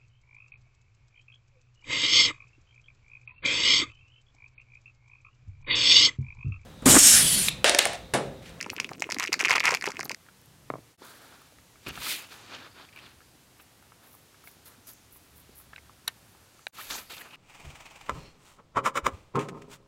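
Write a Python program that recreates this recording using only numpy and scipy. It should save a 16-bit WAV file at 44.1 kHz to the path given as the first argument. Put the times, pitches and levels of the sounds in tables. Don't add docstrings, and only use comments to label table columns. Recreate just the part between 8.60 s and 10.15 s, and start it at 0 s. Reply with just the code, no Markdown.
import sys
import numpy as np
from scipy import signal
from scipy.fft import rfft, irfft
from scipy.io import wavfile
from scipy.ndimage import uniform_filter1d

SR = 44100
rng = np.random.default_rng(int(sys.argv[2]) if len(sys.argv) > 2 else 0)


def rack_gain(trim_db):
    fader = np.asarray(trim_db, float)
    return 10 ** (fader / 20)


def file_out(sig):
    cols = np.atleast_2d(sig).T
    lim = np.clip(cols, -1, 1)
    pcm = np.round(lim * 32767).astype(np.int16)
    wavfile.write(sys.argv[1], SR, pcm)


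N = 68355
# (frequency [Hz], width [Hz], level [dB])
SPOUT = [(1046, 443, 11), (2250, 1550, 2.5), (4727, 1200, -11.5), (6080, 2630, -9), (10705, 3200, -24)]
COLOUR_DB = 4
CROWD_PER_S = 1600
AFTER_S, AFTER_DB = 0.003, -6.5


def evened(x):
    return x / np.sqrt(np.mean(x ** 2) + 1e-20)


def add(mix, s, sound):
    part = mix[max(round(s * SR), 0):][:len(sound)]
    part += sound[:len(part)]


def resonate(x, hz, width):
    pole = np.exp((2j * hz - width) * np.pi / SR)
    return 2 * signal.lfilter([1 - abs(pole)], [1, -pole], x).real


def ring(hz, cycles, phase):
    u = np.arange(1500) / SR * hz / cycles
    swell = (u * np.exp(1 - u)) ** 1.6
    return swell * np.cos(2 * np.pi * ((u - 1) * cycles + 0.12 * phase))


def hiss():
    # (frequency [Hz], level [dB per Hz])
    air_colour = [(40, -14), (100, 5), (276, 7), (640, -2.5), (2600, -55), (4000, -16), (12300, -24.5),
                  (16500, -25)]
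    hiss_db, patch_db, flicker_db = -51, 3.5, 2.5
    a, b, patches = rng.standard_normal((N // 64 + 5, 129, 3)).T
    patches = evened(uniform_filter1d(uniform_filter1d(patches, 14, 0), 8, 1))
    flicker = evened(patches[30:].mean(0))
    level = patch_db * np.clip(patches, -2, 2) + flicker_db * flicker
    x = signal.istft((a + 1j * b) * rack_gain(level), nperseg=256, noverlap=192)[1][:N]
    f, db = np.transpose(air_colour)
    hz = np.fft.rfftfreq(N, 1 / SR)
    colour = rack_gain(np.interp(np.log(hz + 1), np.log(f + 1), db))
    return rack_gain(hiss_db) * evened(irfft(rfft(x) * colour, N))


def hum():
    return rack_gain(-58.5) * np.sin(2 * np.pi * 61 * np.arange(N) / SR)


def through_spout(clicks, colour):
    out = np.zeros(N)
    for k, (hz, width, db) in enumerate(SPOUT):
        once = resonate(clicks * colour[k], hz, 1.35 * width)
        out += (-1) ** k * rack_gain(db) * resonate(once, hz, 1.34 * width)
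    return out


def crackle():
    # (start [s], length [s], level [dB])
    surge_times = [
        (0.593, 0.059, -36),
        (0.721, 0.023, -33),
        (0.792, 0.039, -34.5),
        (0.845, 0.022, -30.5),
        (0.894, 0.045, -26),
        (0.951, 0.022, -25),
        (1.036, 0.066, -28),
        (1.103, 0.056, -33),
        (1.248, 0.061, -39.5),
    ]
    edge_s, thinning, surge_spread_db = .004, .6, 3.0
    stray_per_s, stray_db, stray_spread_db = 300, -57, 3.5
    t, level = np.arange(N) / SR, np.zeros(N)
    for s, length, db in surge_times:
        shape = np.minimum((t - s) * 3, s + length - t) / edge_s
        level += rack_gain(db) * np.clip(shape, 0, 1)
    share = (level / level.max() + 1e-9) ** thinning
    draw = rng.random(N)
    size = np.minimum(rng.exponential(1, N), 3)
    sign = rng.choice([-1., 1.], N)
    dense = sign * rack_gain(surge_spread_db * size)
    stray = sign * rack_gain(stray_spread_db * size) * (draw > 1 - stray_per_s / SR)
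    colour = rack_gain(COLOUR_DB * np.clip(rng.standard_normal((N, len(SPOUT))).T, -2, 2))
    crowd = dense * (draw < share * CROWD_PER_S / SR) * level / np.sqrt(share)
    full_crowd = dense * (draw < CROWD_PER_S / SR)
    surges = through_spout(crowd, colour) / np.std(through_spout(full_crowd, colour))
    return surges + rack_gain(stray_db) * evened(through_spout(stray, colour))


def pops():
    # (time [s], peak level [dB], spout ring [Hz])
    single_pops = [(0.0048, -24.5, 2540), (0.0118, -22.0, 2010), (0.028, -25, 2370), (0.0444, -27.5, 2540),
                   (0.0517, -39, 2430), (0.0629, -34, 2440), (0.1015, -21, 2530), (0.1651, -26, 2540),
                   (0.1827, -23.5, 2540), (0.2007, -11.5, 2420), (0.2456, -18.0, 2570),
                   (0.2916, -29.5, 2190), (0.3337, -35.5, 2570), (0.3509, -39, 2570), (0.4224, -12.0, 2320),
                   (0.442, -20.5, 2490), (0.4904, -37, 2200), (0.5021, -28.0, 2070), (0.5101, -21, 2097),
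                   (0.5205, -42, 2250), (0.5237, -19, 2340), (0.5456, -30.0, 2000), (0.5673, -26, 2040),
                   (0.586, -21, 2140), (0.5986, -17, 2120), (0.6051, -20, 2150), (0.6171, -25, 2160),
                   (0.625, -18.5, 2500), (0.6368, -22, 2700), (0.6398, -19, 1960), (0.6507, -19.5, 2220),
                   (0.6745, -19.5, 2500), (0.6795, -19.5, 2630), (0.7215, -23, 2170), (0.7299, -12.5, 2450),
                   (0.7333, -17, 2240), (0.7414, -13, 2170), (0.7937, -24, 2130), (0.7967, -22.5, 2290),
                   (0.8018, -17.5, 2160), (0.8056, -14.5, 2470), (0.8087, -11, 2350), (0.8129, -18, 2200),
                   (0.8399, -22, 2410), (0.8493, -5.5, 2310), (0.8542, -8, 2580), (0.8579, -22, 2230),
                   (0.8621, -21, 2550), (0.8733, -15, 2370), (0.8836, -12.5, 2240), (0.8893, -17, 1850),
                   (0.8966, -22, 2250), (0.9016, -22.5, 2320), (0.9085, -1, 2220), (0.9164, -11, 2230),
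                 (0.923, -15, 2430), (0.9278, -17, 2400), (0.9318, -15.5, 2380), (0.9386, -11, 2380),
                 (0.9537, -12, 2200), (0.9591, -10.5, 2220), (0.9647, -16.5, 2200), (0.9662, -12, 2450),
                 (0.982, -9.5, 2260), (1.0044, -10.5, 2270), (1.009, -15, 2250), (1.0326, -17.5, 2150),
                 (1.0403, -21, 2240), (1.0479, -13, 2160), (1.053, -17, 2220), (1.0559, -9, 2160),
                 (1.068, -9.5, 2270), (1.074, -13, 2270), (1.078, -7.5, 2220), (1.0817, -6.5, 2370),
                 (1.086, -14, 1880), (1.092, -15.5, 2090), (1.1056, -24, 2370), (1.109, -15.5, 2270),
                 (1.1193, -18.5, 2080), (1.1288, -24, 2370), (1.1412, -13.5, 2260), (1.1486, -12, 2300),
                 (1.1516, -17.5, 2220), (1.1715, -22, 2440), (1.2119, -27, 2120), (1.2241, -20, 1900),
                 (1.2419, -18, 2470), (1.2572, -20.0, 1940), (1.2669, -19.5, 2150), (1.2767, -18.5, 2500),
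                 (1.3055, -36, 2190), (1.319, -28.5, 2060), (1.3574, -34, 2170), (1.3693, -23.5, 2420),
                 (1.3933, -27.5, 1820), (1.4093, -19.0, 2140), (1.4319, -30, 1940), (1.4966, -20.5, 2340),
                 (1.5141, -27, 2440), (1.5172, -23, 2270), (1.5466, -28, 2010),
                   (0.0972, -27, 2500),
        (0.1878, -26, 1870),
    ]
    cycles = 1.15
    rows, out = single_pops, np.zeros(N)
    for (s, db, hz), (a, b, c, d) in zip(rows, rng.random((len(rows), 4))):
        add(out, s - cycles / hz, rack_gain(db) * ring(hz, cycles, 2 * a - 1))
        after = ring(hz * 2 ** (b - .5), cycles, b)
        add(out, s + AFTER_S * (.5 + d), rack_gain(db + AFTER_DB - 10 * c) * after)
    return out


def ticks():
    # (time [s], peak level [dB])
    sharp_ticks = [(0.0116, -18.5), (0.0276, -20.5), (0.0628, -37), (0.1014, -20), (0.1651, -29.5),
                   (0.2007, -14), (0.2033, -22.5), (0.2454, -29.5), (0.2916, -33), (0.3337, -31),
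                   (0.3976, -28), (0.4056, -26), (0.4224, -14.5), (0.5021, -23.0), (0.5099, -25),
                   (0.5203, -15.5), (0.5236, -17.5), (0.5454, -19.5), (0.5857, -20.5), (0.5985, -12.5),
                   (0.6048, -30), (0.6249, -27.0), (0.6305, -20), (0.6361, -28), (0.6397, -18.5),
                   (0.6615, -26), (0.6745, -27), (0.6794, -27.5), (0.7295, -8.5), (0.7329, -13),
                   (0.7412, -12), (0.7932, -21), (0.7967, -17), (0.8016, -19), (0.8073, -23), (0.8124, -15),
                   (0.8398, -24), (0.8498, -23), (0.8542, -14.5), (0.8577, -24), (0.8834, -23),
                   (0.8894, -20.5), (0.896, -15.5),
                   (0.8995, -24), (0.907, -15.5), (0.91, -26), (0.9151, -13), (0.928, -36), (0.9385, -23),
                  (0.9564, -13.5), (0.9593, -17), (0.963, -20), (0.981, -22), (0.9982, -16),
                  (1.0037, -16.5), (1.0403, -25), (1.0556, -8.5), (1.0656, -25), (1.074, -18.5),
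                  (1.0804, -22.0), (1.0907, -18.5), (1.0937, -23), (1.1087, -12.5), (1.1194, -19),
                  (1.1414, -15.5), (1.1486, -11), (1.1714, -29), (1.212, -26.0), (1.2247, -22.0),
                  (1.2417, -25), (1.259, -22), (1.266, -20.5), (1.27, -24.5), (1.288, -25), (1.306, -27.5),
                  (1.3185, -27.5), (1.3692, -34), (1.3937, -25), (1.4037, -23.5), (1.4097, -24),
                  (1.4306, -26.5), (1.4549, -26.5), (1.495, -20.5), (1.5129, -28), (1.5167, -21),
                  (1.5464, -24.5)]
    rows, out = sharp_ticks, np.zeros(N)
    chance = np.clip(rng.standard_normal((len(rows), 2, 3, 3)), -1, 1)
    for (s, db), pair in zip(rows, chance):
        for k, luck in enumerate(pair):
            x = 0
            for (hz, width, ring_db), (a, b, c) in zip(SPOUT[2:], luck):
                cycles = 1.9 * hz / 2 / width / np.pi
                x = x + rack_gain(ring_db + COLOUR_DB * a) * ring(hz * (1 + 0.036 * b), cycles, c)
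            peak_s = abs(x).argmax() / SR
            lag_s = k * AFTER_S / 2 * abs(luck[0, 2])
            add(out, s - peak_s + lag_s, rack_gain(db + k * AFTER_DB) * x / abs(x).max())
    return out


def two_beats(rows, turns):
    out = np.zeros(N)
    for (s, db, hz), (a, b, c) in zip(rows, rng.uniform(-0.866, 1, (len(rows), 3))):
        start = s - turns / hz
        add(out, start, rack_gain(db) * ring(hz, turns, a))
        lag_s = AFTER_S * np.sign(b) * (1 - abs(b) / 2)
        add(out, start + lag_s, rack_gain(db + AFTER_DB / 2) * ring(hz * 2 ** (c / 2), turns, c))
    return out


def thumps():
    # (time [s], peak level [dB], pitch [Hz])
    cup_thumps = [(0.0652, -26, 1014), (0.1321, -28.5, 890), (0.2008, -25, 1160), (0.4228, -20.5, 1100),
                  (0.4921, -24.5, 895), (0.5235, -24, 1190), (0.5669, -29, 980), (0.5987, -27.5, 990),
                  (0.6251, -29, 1150), (0.6359, -27, 1110), (0.726, -29, 950), (0.73, -42, 1040),
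                  (0.7416, -27.5, 1070), (0.8056, -29, 1100), (0.8105, -22, 1090), (0.8303, -24, 1040),
                  (0.8526, -29, 1060), (0.896, -20, 1040), (0.9078, -18, 1090), (0.9156, -19.5, 1130),
                  (0.9388, -21.5, 1090), (0.9523, -22, 990), (0.9568, -16, 1030), (0.9613, -20, 1100),
                  (0.9777, -18.5, 1120), (1.0086, -21, 1030), (1.0406, -28, 1060), (1.0584, -25, 1030),
                  (1.0773, -24.5, 1140), (1.0905, -16.5, 1020), (1.1249, -18, 1030), (1.1324, -20, 940),
                  (1.1492, -22, 1120), (1.2424, -22, 1080), (1.2774, -19.5, 1030), (1.3937, -21.5, 1220),
                  (1.4325, -29.5, 1000), (1.5078, -25.5, 865)]
    return two_beats(cup_thumps, 0.5)


def gulps():
    # (time [s], peak level [dB], pitch [Hz])
    liquid_gulps = [(0.0658, -40, 308), (0.0875, -42.5, 366), (0.1181, -39, 297), (0.2509, -39.5, 370),
                    (0.4049, -39, 327), (0.4668, -37.5, 326), (0.5537, -40.5, 344), (0.5692, -35.5, 267),
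                    (0.5901, -38.5, 313), (0.6929, -31.5, 346), (0.813, -38, 410), (0.8317, -33, 380),
                    (0.8702, -36.5, 382), (0.9077, -35, 550), (0.9523, -52, 503), (1.1227, -32, 494),
                    (1.1347, -28.5, 467), (1.2767, -25, 404)]
    return two_beats(liquid_gulps, 1.0)


def steam_puffs():
    # (time [s], level [dB])
    puff_times = [
        (0.137, -48),
        (1.453, -42),
    ]
    length_s, steam_hz = 0.0085, 12800
    t, swell = np.arange(N) / SR, np.zeros(N)
    for s, db in puff_times:
        swell += rack_gain(db) * np.exp(-((t - s) / length_s) ** 2)
    clicks = rng.standard_normal(N) * (rng.random(N) < CROWD_PER_S / SR)
    return swell * evened(resonate(resonate(clicks, steam_hz, 3000), steam_hz, 3800))


def small_bubbles():
    # (time [s], peak level [dB], pitch [Hz])
    bubble_rings = [
        (.3165, -32.5, 570),
        (.319, -27, 880),
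        (1.46, -32, 950),
        (1.2871, -27, 670),
        (1.2965, -27.5, 930),
    ]
    return two_beats(bubble_rings, 0.5)


def echoes(x, t60, delay_s):
    taps = np.zeros(SR // 3)
    at = np.arange(0, len(taps) - 20, 20) + rng.integers(0, 20, (len(taps) - 1) // 20)
    taps[at] = rng.choice([-1., 1.], len(at)) * rack_gain(-60 * at / SR / t60)
    taps = np.r_[np.zeros(round(delay_s * SR)), taps / np.linalg.norm(taps)]
    return signal.fftconvolve(x, taps)[:N]


def scene():
    pot = crackle() + pops() + ticks() + thumps() + gulps() + small_bubbles()
    cups = rack_gain(-16) * echoes(pot, 0.09, 0.000982)
    room = rack_gain(-18.5) * echoes(pot, 0.16, .004)
    return (pot + cups + room + hiss() + hum() + steam_puffs())[None]


def roll_off(x):
    return signal.sosfilt(signal.butter(12, 16990, fs=SR, output="sos"), x)


def record(dry):
    limit = .5
    soft = limit * np.tanh(dry / limit)
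    low_cut = signal.butter(4, 81, "high", fs=SR, output="sos")
    band_limit = signal.firwin(255, 16050, window=("kaiser", 5), fs=SR)
    mix = signal.oaconvolve(signal.sosfilt(low_cut, soft), band_limit[None], "same")
    return roll_off(mix)


dry = scene()
out = record(dry)
file_out(out)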